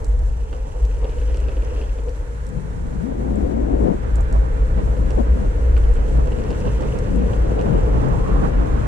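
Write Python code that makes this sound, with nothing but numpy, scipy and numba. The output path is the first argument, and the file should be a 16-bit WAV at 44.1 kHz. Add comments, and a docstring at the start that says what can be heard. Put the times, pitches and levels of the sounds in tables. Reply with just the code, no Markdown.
"""Booming headwind and the hum of tyres on asphalt, heard from a camera worn on an electric skateboard.
Eddies shed by the housing make the boom, and turbulence gusts and hisses at each microphone port.
The tyres drive the deck's resonances, sand and grit tick, loose parts rattle and bumps jolt an axle mount.
A faint high band of noise comes and goes, air moans at the left port by a parked car, a whoosh comes late.
The camera widens its stereo by subtracting part of each port from the other."""
import sys
import numpy as np
from scipy import signal
from scipy.fft import rfft, irfft
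from scipy.io import wavfile
from scipy.ndimage import uniform_filter1d
from numba import njit

SR = 44100
rng = np.random.default_rng(int(sys.argv[2]) if len(sys.argv) > 2 else 0)


def file_out(sig):
    """Save sig as 16-bit WAV at sys.argv[1]."""
    # one column per channel
    cols = np.atleast_2d(sig).T
    # limit, then scale
    lim = np.clip(cols, -1, 1)
    pcm = np.round(lim * 32767).astype(np.int16)
    wavfile.write(sys.argv[1], SR, pcm)


N = 391166

# relative levels of the ride, louder when the camera looks down: time_s, deck_db, rattle_db, rush_db
RIDE_LEVELS = [(0.0, -37.5, -70, -51), (0.49, -42, -60, -55), (1.0, -34.5, -58, -52),
               (1.3, -33.5, -55, -49.5), (1.68, -34.5, -56.5, -47.5), (1.8, -35, -52, -50),
               (2.07, -36, -66, -51.5), (2.5, -39.5, -80, -49.5), (3.2, -39.5, -71, -49.5),
               (3.9, -36.5, -81, -47.5), (4.05, -37, -84, -44.5), (5.1, -32.5, -63.5, -46),
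               (6.13, -32.5, -59, -45.5), (6.67, -27.5, -51.5, -45.5), (7.21, -29.5, -56.5, -44.5),
               (7.73, -30.5, -55.5, -44.5), (8.3, -30, -55, -44), (8.87, -34.5, -64, -41.5)]
# resonances of the deck: centre_hz, width_hz, gain_db
DECK_MODES = [(315.4, 91, -3.5), (449, 102, 4), (530, 108, -10), (885, 187, -9.5), (1660, 460, -26.5)]
# resonances of the loose parts: centre_hz, width_hz, gain_db
LOOSE_MODES = [(2740, 610, -0.5), (4440, 800, -12.5)]


def undb(db):
    return 10 ** (np.asarray(db) / 20)


def unit(x):
    return x / np.sqrt(np.mean(x ** 2))


def noise():
    return rng.standard_normal(N)


def curves(table):
    """Each column after the time, interpolated to one value a sample."""
    time_s, *columns = np.transpose(table)
    return [np.interp(np.arange(N) / SR, time_s, column) for column in columns]


def wander(rate_hz):
    """Smooth random fluctuation with a spread near 1."""
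    hold = int(SR / rate_hz)
    steps = np.repeat(rng.standard_normal(N // hold + 1), hold)
    return 0.868 * uniform_filter1d(uniform_filter1d(steps, hold), hold)[:N]


def swell(peak_s, half_width_s):
    """Gaussian envelope, 1 at its peak and 1/e a half-width away."""
    offset_s = np.arange(N) / SR - peak_s
    return np.exp(-(offset_s / half_width_s) ** 2) * (np.abs(offset_s) < 0.3)


@njit
def sweep(x, hz, damping):
    """State-variable band-pass with a moving centre; damping is bandwidth over centre frequency."""
    y, band, low = np.empty(len(x)), 0., 0.
    for i in range(len(x)):
        g = np.tan(np.pi * hz[i] / SR)
        v = (band + g * (x[i] - low)) / (1 + g * (g + damping))
        band, low, y[i] = 2 * v - band, low + 2 * g * v, damping * v
    return y


def narrow_noise(hz, damping):
    """Noise confined to a band round a moving centre."""
    return unit(sweep(sweep(noise(), hz, damping), hz, damping))


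def resonate(x, hz, width_hz):
    """Second-order resonator with gain 1 at its centre."""
    g = np.tan(np.pi * hz / SR)
    k = g * width_hz / hz
    return signal.lfilter([k, 0, -k], [1 + k + g * g, 2 * (g * g - 1), 1 - k + g * g], x)


def ring(x, modes):
    """Sum of modes (centre_hz, width_hz, gain_db), each filtered twice to deepen the valleys between."""
    return sum(undb(db) * resonate(resonate(x, hz, width), hz, 2 * width) for hz, width, db in modes)


def shaped(x, response, to_gain):
    """Filter by (frequency_hz, value) points joined on a log-frequency axis."""
    hz, value = np.transpose(response)
    bin_hz = np.arange(N // 2 + 1) * SR / N
    return irfft(rfft(x) * to_gain(np.interp(np.log(bin_hz + 1), np.log(hz), value)), N)


def ports(x, pan_db, lag_s):
    """Path difference: an off-centre sound reaches the left port later; pan_db is left minus right."""
    late = np.interp(np.arange(N) - lag_s * SR, np.arange(N), x)
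    return np.array([late * undb(pan_db / 2), x * undb(-pan_db / 2)])


def tilt_pan(time_s, ahead_db, down_db):
    """The left-minus-right level of sounds from the board shifts as the camera tips down."""
    # camera tilt, 0 ahead to 1 down: time_s, tilt_share
    tilt = [(0.0, 0.09), (0.55, 1), (1.0, 0.91), (1.9, 1), (2.2, 0), (6.0, 0.7), (6.5, 0.76), (7.0, 0.72),
            (7.3, 0.41), (8.87, 0.)]
    return ahead_db + (down_db - ahead_db) * np.interp(time_s, *np.transpose(tilt))


def blow_envelope(starts_s, levels_db, lengths_ms, rebound_db):
    """Each impact rises in about 2 ms, fades over its length and rebounds once."""
    envelope, rebound_s = np.zeros(N), 0.0086
    for start_s, db, length_ms in np.broadcast(starts_s, levels_db, lengths_ms):
        i = int(start_s * SR)
        ms = np.arange(min(int(0.04 * SR), N - i)) * 1000 / SR
        attack = 1 - np.exp(-(ms / 2) ** 2)
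        envelope[i:i + len(ms)] += undb(db) * attack * np.exp(-(ms / length_ms) ** 3)
    return envelope + undb(rebound_db) * np.roll(envelope, int(rebound_s * SR))


def knocks(start_s, level_db, pan_db, length_ms, modes, rebound_db=-4):
    """Impact excitation: short stereo bursts of noise coloured by the struck body's modes."""
    window = int(np.mean(length_ms) * SR / 1000)
    carrier = np.zeros(N)
    for hz, width_hz, gain_db in modes:
        mode = ring(noise(), [(hz, width_hz, 0)])
        # even out the power, so that the envelope sets each blow's strength
        carrier += undb(gain_db) * mode / np.sqrt(uniform_filter1d(mode ** 2, window))
    envelopes = [blow_envelope(start_s, level_db + side * pan_db / 2, length_ms, rebound_db)
                 for side in (1, -1)]
    return undb(-6) * unit(carrier) * np.array(envelopes)


def boom():
    """Vortex shedding: eddies leave the housing at a wavering rate, over a deeper, shapeless thud."""
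    # slowly changing headwind: time_s, level_db
    headwind = [(0.0, -20), (0.15, -18), (0.72, -28.5), (1.1, -20.5), (1.78, -21.5), (1.9, -25),
                (2.65, -31), (2.8, -24), (3.1, -30), (3.6, -22), (4.6, -17), (4.85, -19.5), (5.4, -18.5),
                (5.86, -15), (6.55, -23.5), (7.2, -22), (7.7, -22.5), (8.0, -20), (8.87, -20)]
    # single heavy buffets: peak_s, level_db
    buffets = [(0.83, -13), (3.42, -18), (4.39, -9), (5.3, -9), (6.16, -10.5), (6.76, -15), (7.27, -20),
               (7.41, -15), (7.97, -15), (8.13, -22)]
    shedding_hz, buffet_s, cutoff_hz = 55.67, 0.028, 70
    strength = undb(curves(headwind)[0])
    buffet_power = sum(undb(db) ** 2 * swell(peak_s, buffet_s) for peak_s, db in buffets)
    eddy_hz = shedding_hz * (1 + 0.0968 * wander(14))
    eddies = unit(np.sin(2 * np.pi * np.cumsum(eddy_hz) / SR) * undb(3 * wander(12)))
    port_thud = np.array([unit(resonate(noise(), 53, 55)) for _ in range(2)])
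    thud = undb(2.5) * unit(resonate(noise(), 42.7, 19)) + undb(-8) * port_thud
    pressure = eddies * np.sqrt(strength ** 2 + buffet_power) + thud * strength
    pressure *= undb([[-1.6], [-2.4]])  # nearly equal at both ports
    # the housing is too large to shed quicker eddies
    return signal.sosfilt(signal.butter(6, cutoff_hz, fs=SR, output="sos"), pressure)


def port_wind(steady, port):
    """Incoherent addition: wind and puffs sum in power, and the louder sets the centre frequency."""
    # short puffs on one port (-1 left, 1 right):
    # peak_s, side, level_db, centre_hz, flutter_above_db, half_width_s
    puffs = [(2.566, -1, -26.5, 149, -27, 0.048), (4.812, -1, -29, 182, -16, 0.074),
             (4.805, 1, -25, 141, -20, 0.042), (5.03, -1, -24, 162, -10.5, 0.057),
             (5.194, -1, -18.5, 208, 1, 0.019), (5.39, -1, -24, 180, -5.5, 0.075),
             (6.176, -1, -20.5, 136, -9.5, 0.044), (6.196, 1, -29, 139, -2.5, 0.028),
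             (6.677, 1, -24.5, 140, -12, 0.02), (6.85, 1, -28, 140, -11, 0.045),
             (7.19, -1, -20.5, 196, -9, 0.081), (7.74, -1, -18.5, 151, -17, 0.045),
             (8.04, 1, -28, 140, -15, 0.024), (8.043, -1, -20.5, 124, -40, 0.1),
             (8.68, 1, -26.5, 140, -5.5, 0.1), (8.815, -1, -26.5, 137, -30, 0.014)]
    db, hz, flutter_db = curves(steady)
    body_power, flutter_power = undb(db) ** 2, undb(flutter_db) ** 2
    weighted_hz = body_power * hz
    for peak_s, side, puff_db, puff_hz, above_db, half_width_s in puffs:
        if side == port:
            puff_power = undb(puff_db) ** 2 * swell(peak_s, half_width_s)
            body_power += puff_power
            weighted_hz += puff_power * puff_hz
            flutter_power += puff_power * undb(above_db) ** 2
    return 10 * np.log10(body_power), weighted_hz / body_power, 10 * np.log10(flutter_power)


def turbulence(steady, port, damping, flutter_hz, db_per_octave, throb_db):
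    """Turbulent pressure at one port: a low body and a flutter whose band rises with its level."""
    body_db, body_hz, flutter_db = port_wind(steady, port)
    throb = undb(throb_db * wander(40) + 1.1 * wander(9))
    body = unit(narrow_noise(body_hz, damping) * throb)
    centre_hz = np.clip(flutter_hz * 2 ** ((flutter_db + 28) / db_per_octave), 200, 1500)
    flutter = noise() / np.sqrt(centre_hz)
    for _ in range(8):  # repeated passes steepen the band's edges
        flutter = sweep(flutter, centre_hz, 2.44)
    return undb(body_db) * body + undb(flutter_db) * unit(flutter * throb)


def gusts():
    """Spatial coherence: each port has its own turbulence, while the lowest eddies reach both."""
    # wind on the left port, strongest beside the parked car: time_s, level_db, centre_hz, flutter_db
    left_wind = [(0.0, -41, 104, -48), (1.83, -74, 105, -39), (2.42, -33, 116, -55), (2.7, -30, 138, -45),
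                 (2.9, -28.5, 157, -36.5), (3.15, -28.5, 197, -30), (3.45, -22.5, 211, -26),
                 (3.76, -24.5, 223, -23.5), (3.88, -16, 190, -19), (4.0, -32.5, 174, -37),
                 (4.6, -39, 121, -38.5), (5.8, -41, 169, -35), (6.5, -29.5, 171, -32),
                 (6.85, -37, 123, -39), (7.65, -25.5, 187, -22.5), (7.9, -31.5, 164, -27.5),
                 (8.2, -23, 120, -29.5), (8.87, -28, 186, -28.5)]
    # wind on the right port: time_s, level_db, centre_hz, flutter_db
    right_wind = [(0.0, -44, 118, -43), (2.3, -60, 119, -50), (2.7, -40.5, 126, -44.5),
                  (4.6, -36, 142, -38.5), (6.1, -36.5, 143, -39.5), (6.55, -30.5, 139, -37.5),
                  (6.95, -29, 141, -41), (7.3, -36.5, 140, -35), (7.65, -30, 140, -31),
                  (7.87, -27, 142, -31.5), (8.12, -26.5, 137, -30), (8.2, -28.5, 140, -29),
                  (8.42, -22.5, 142, -29), (8.48, -32, 140, -35), (8.6, -41, 141, -32.5),
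                  (8.87, -33.5, 137, -33.5)]
    # low eddies common to both ports: time_s, level_db
    common_wind = [(0.0, -40), (1.0, -39), (2.3, -41), (3.3, -34), (4.6, -31), (6.1, -33.5), (6.95, -29),
                   (7.87, -28.5), (8.6, -32.5), (8.87, -25.5)]
    left = turbulence(left_wind, port=-1, damping=0.75, flutter_hz=371, db_per_octave=93, throb_db=2)
    right = turbulence(right_wind, port=1, damping=2.2, flutter_hz=750, db_per_octave=49, throb_db=5)
    common = undb(curves(common_wind)[0]) * unit(ring(noise(), [(101.4, 51, 0)]))
    return np.array([left, right]) + common


def deck_hum():
    """Forced vibration: tyres on rough asphalt drive the deck's modes and a wandering hum."""
    # rough patches that swell the hum: peak_s, added_db, half_width_s
    rough_patches = [(1.04, 7, 0.029), (1.297, 3.5, 0.025), (1.785, 4.5, 0.063), (2.086, 4.5, 0.026),
                     (6.45, 3, 0.037), (6.673, 2, 0.056), (6.88, 0, 0.089), (7.573, 1, 0.077),
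                     (7.89, 5, 0.093)]
    modes = unit(ring(noise() * undb(2.2 * wander(11)), DECK_MODES))
    hum_hz = 492 * (1 + 0.035 * wander(9))
    deck = modes + undb(-3) * narrow_noise(hum_hz, damping=0.07)
    surge_db = sum(db * swell(peak_s, half_width_s) for peak_s, db, half_width_s in rough_patches)
    deck_db = curves(RIDE_LEVELS)[0] + surge_db - 4
    return ports(undb(deck_db) * deck, pan_db=4.4, lag_s=0.0001)


def shot_noise(per_s, spread_db, cap_db, length_s):
    """A Poisson process of tiny noise bursts of uneven strength."""
    arrivals = rng.random(N) < per_s / SR
    strengths = undb(np.minimum(spread_db * rng.exponential(size=N), cap_db))
    return noise() * uniform_filter1d(arrivals * strengths, int(length_s * SR))


def chatter():
    """Random excitation: small stones jog the loose parts, over the rasp of the tread."""
    # bands of the tread's rasp: centre_hz, width_hz, gain_db
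    tread_bands = [(1770, 480, -0.5), (5900, 1300, -11)]
    jogs = shot_noise(per_s=170, spread_db=2.5, cap_db=5, length_s=0.0021)
    loose = ring(undb(1) * unit(jogs) + noise(), LOOSE_MODES)
    rasp = ring(noise(), tread_bands)
    rattle_db = curves(RIDE_LEVELS)[1]
    return ports(undb(rattle_db) * unit(loose + rasp), pan_db=-1.5, lag_s=0.00008)


def air():
    """Flow noise: air rushes past the rider and hisses at the ports, both flickering quickly."""
    # spectrum of the hiss at the ports: frequency_hz, density_db
    hiss_spectrum = [(2000, -13), (3000, -3.5), (4200, 0.5), (4900, -4), (5600, 1), (6500, 2.5),
                     (7600, 4.5), (8600, -1), (10000, -3.5), (12000, -12), (14500, -22.5)]
    rush_bands = [(983, 470, -1.2), (1380, 646, -0.4)]
    deck_db, _, rush_db = curves(RIDE_LEVELS)
    hiss_db = -58 + 0.29 * (deck_db + 35)  # the hiss grows with the deck's level
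    rush = np.array([unit(ring(noise(), rush_bands)) * undb(db) for db in (-3, 3)])
    common = 0.45 * noise()
    hiss = np.array([unit(shaped(noise() + common, hiss_spectrum, undb)) * undb(db) for db in (-1.5, 1.5)])
    flicker_db = 1.3 * wander(20) + 1.4 * wander(70)
    return undb(rush_db + wander(22)) * rush + undb(hiss_db + flicker_db) * hiss


def sand():
    """Shot noise: fine sand thrown up by the wheels crackles, more on rough asphalt."""
    grains = shot_noise(per_s=260, spread_db=3, cap_db=8.5, length_s=0.0015)
    crackle = unit(ring(grains, [(3130, 620, 1), (5900, 1600, 0), (7800, 1900, -2)]))
    rattle_db = curves(RIDE_LEVELS)[1]
    level_db = -64.5 + 0.5 * (rattle_db + 60)
    return ports(undb(level_db) * crackle, pan_db=-1, lag_s=0.00005)


def grit():
    """Brief impacts excite high modes: grit from the wheels ticks, and larger stones add a duller part."""
    # grit strikes: start_s, level_db, dull_above_db
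    ticks = [(0.043, -34.5, -3), (0.065, -40, -14), (0.082, -44, -16), (0.093, -48, -18), (0.19, -46, 0),
             (0.85, -40, 1), (1.342, -47, 8), (1.369, -39, 0), (1.3997, -43, 0), (2.035, -50, 2),
             (2.091, -47, 4), (2.4648, -40, -5), (2.488, -41, -14), (3.355, -40, -24), (4.155, -32, -11),
             (4.2062, -34.5, -15), (4.3248, -34.5, -6), (5.104, -38.5, 3), (5.7756, -41, -14),
             (5.936, -41, -15), (5.952, -42, -10), (5.967, -48, -5), (6.085, -48, -4), (6.119, -46, -15),
             (6.271, -45, -1), (6.32, -46, -6), (6.384, -46, -18), (6.437, -51, 9), (6.4908, -46, -9),
             (6.504, -45, 5), (6.601, -46, 4), (6.808, -44, 2), (6.82, -47, 5), (6.986, -35.5, -2),
             (7.1567, -39, -20), (7.6107, -46, 7), (7.808, -44, -20), (8.082, -44, -10)]
    # resonances struck by grit: centre_hz, width_hz, gain_db
    grit_modes = [(7560, 1600, 13), (8450, 670, -1), (10300, 2500, -3.5)]
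    # resonances added by larger stones: centre_hz, width_hz, gain_db
    stone_modes = [(4350, 890, -4), (5640, 1000, -1)]
    start_s, level_db, dull_db = np.transpose(ticks)
    pan_db, length_ms = tilt_pan(start_s, ahead_db=-9, down_db=2), 4.8
    bright = knocks(start_s, level_db, pan_db, length_ms, grit_modes, rebound_db=-10)
    dull = knocks(start_s, level_db + dull_db, pan_db, length_ms, stone_modes, rebound_db=-10)
    return bright + dull


def rattles():
    """Mechanical coupling: each clack of a loose part also thumps the deck."""
    # distinct blows of the loose parts: start_s, level_db
    blows = [(0.526, -38), (0.546, -43), (0.84, -43.5), (0.9672, -44), (1.042, -34), (1.0927, -38.5),
             (1.1194, -42), (1.1825, -38), (1.2133, -38.5), (1.286, -41), (1.3079, -43), (1.342, -38.5),
             (1.371, -39), (1.39, -43), (1.482, -33), (1.516, -40), (1.5664, -38), (1.62, -39.5),
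             (1.6716, -42), (1.813, -34.5), (1.834, -40), (1.984, -40), (2.082, -44), (4.964, -45),
             (5.104, -36), (5.7642, -35), (5.837, -39.5), (5.963, -37), (6.084, -40), (6.2725, -41),
             (6.317, -34.5), (6.3839, -39.5), (6.502, -32.5), (6.526, -36), (6.651, -38), (6.6786, -36),
             (6.769, -41), (6.822, -40), (7.1841, -42), (7.331, -38), (7.59, -36), (7.6097, -36.5)]
    start_s, level_db = np.transpose(blows)
    pan_db = tilt_pan(start_s, ahead_db=-21, down_db=2.5)
    clacks = knocks(start_s, level_db, pan_db, length_ms=5.1, modes=LOOSE_MODES)
    thumps = knocks(start_s, level_db + 11.5, pan_db, length_ms=10.8, modes=DECK_MODES)
    return clacks + thumps


def bumps():
    """Shock excitation: bumps under the wheels jolt the axle mount into its modes."""
    # jolts from the road: start_s, level_db, pan_db, length_ms
    jolts = [(0.527, -36, -16, 7.7), (0.547, -44, -5, 4.4), (5.765, -31, -6, 11)]
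    # resonances of the axle mount: centre_hz, width_hz, gain_db
    mount_modes = [(508, 300, 4), (960, 750, 28), (1460, 750, -20)]
    return knocks(*np.transpose(jolts), mount_modes)


def high_band():
    """Band-pass filtering: a faint, wavering, narrow band of noise near 8.8 kHz comes and goes."""
    # strength of the band: time_s, level_db
    levels = [(0.0, -93), (2.25, -86.5), (2.36, -71), (2.65, -69), (3.0, -84), (5.25, -85), (5.4, -72),
              (5.95, -73), (6.15, -90), (8.87, -85)]
    centre_hz = 8850 * (1 + 0.014 * wander(24))
    thin = undb(curves(levels)[0]) * narrow_noise(centre_hz, damping=0.03)
    return ports(thin, pan_db=-2.5, lag_s=0.00003)


def moan():
    """Flow-induced tone: air crossing the left port beside the parked car gives a breathy moan."""
    # course of the moan: time_s, pitch_hz, level_db
    course = [(2.9, 150, -50.5), (3.02, 165.3, -15), (3.07, 269, -25.5), (3.2, 240.1, -33),
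              (3.29, 226.5, -18), (3.42, 223, -24.5), (3.5, 224.2, -34), (3.56, 239, -26), (3.62, 270, -30),
              (3.74, 281.6, -15), (3.8, 293, -44.5)]
    pitch_hz, level_db = curves(course)
    wavering_hz = pitch_hz * (1 + 0.0433 * wander(70))
    tone = np.sqrt(2) * np.sin(2 * np.pi * np.cumsum(wavering_hz) / SR)
    breath = narrow_noise(pitch_hz, damping=0.23)
    left = (tone + breath) * undb(level_db - 4 + 1.2 * wander(25))
    return np.array([left, np.zeros(N)])


def whoosh():
    """Band-limited flow noise: a whoosh of air swells late in the ride, louder on the left."""
    # course of the whoosh: time_s, centre_hz, level_db
    course = [(8.0, 900, -53), (8.17, 916, -39), (8.25, 1100, -38), (8.38, 1110, -39), (8.46, 1088, -47),
              (8.68, 1050, -43), (8.87, 1110, -45)]
    centre_hz, level_db = curves(course)
    return ports(undb(level_db) * narrow_noise(centre_hz, damping=0.23), pan_db=4, lag_s=0.00006)


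def scene():
    """Superposition: the pressures of all the sounds add at the two ports."""
    rolling = boom() + gusts() + deck_hum() + chatter() + air() + sand()
    return rolling + grit() + rattles() + bumps() + high_band() + moan() + whoosh()


def record(dry):
    """Cross-subtraction widens the image; soft saturation rounds the peaks and a low-pass cuts the top."""
    # part of the other port taken out of each channel: frequency_hz, share
    cross_feed = [(60, 0.09), (130, 0), (280, 0.06), (650, 0.39), (1100, 0.45), (1800, 0.09), (2800, 0.05),
                  (7000, 0.19), (12000, 0.04)]
    cutoff_hz = 14300
    wide = dry - shaped(dry[::-1], cross_feed, np.abs)
    rounded = np.tanh(0.88 * wide) / 0.73
    return signal.sosfilt(signal.ellip(8, 0.2, 70, cutoff_hz, fs=SR, output="sos"), rounded)


dry = scene()
out = record(dry)
file_out(out)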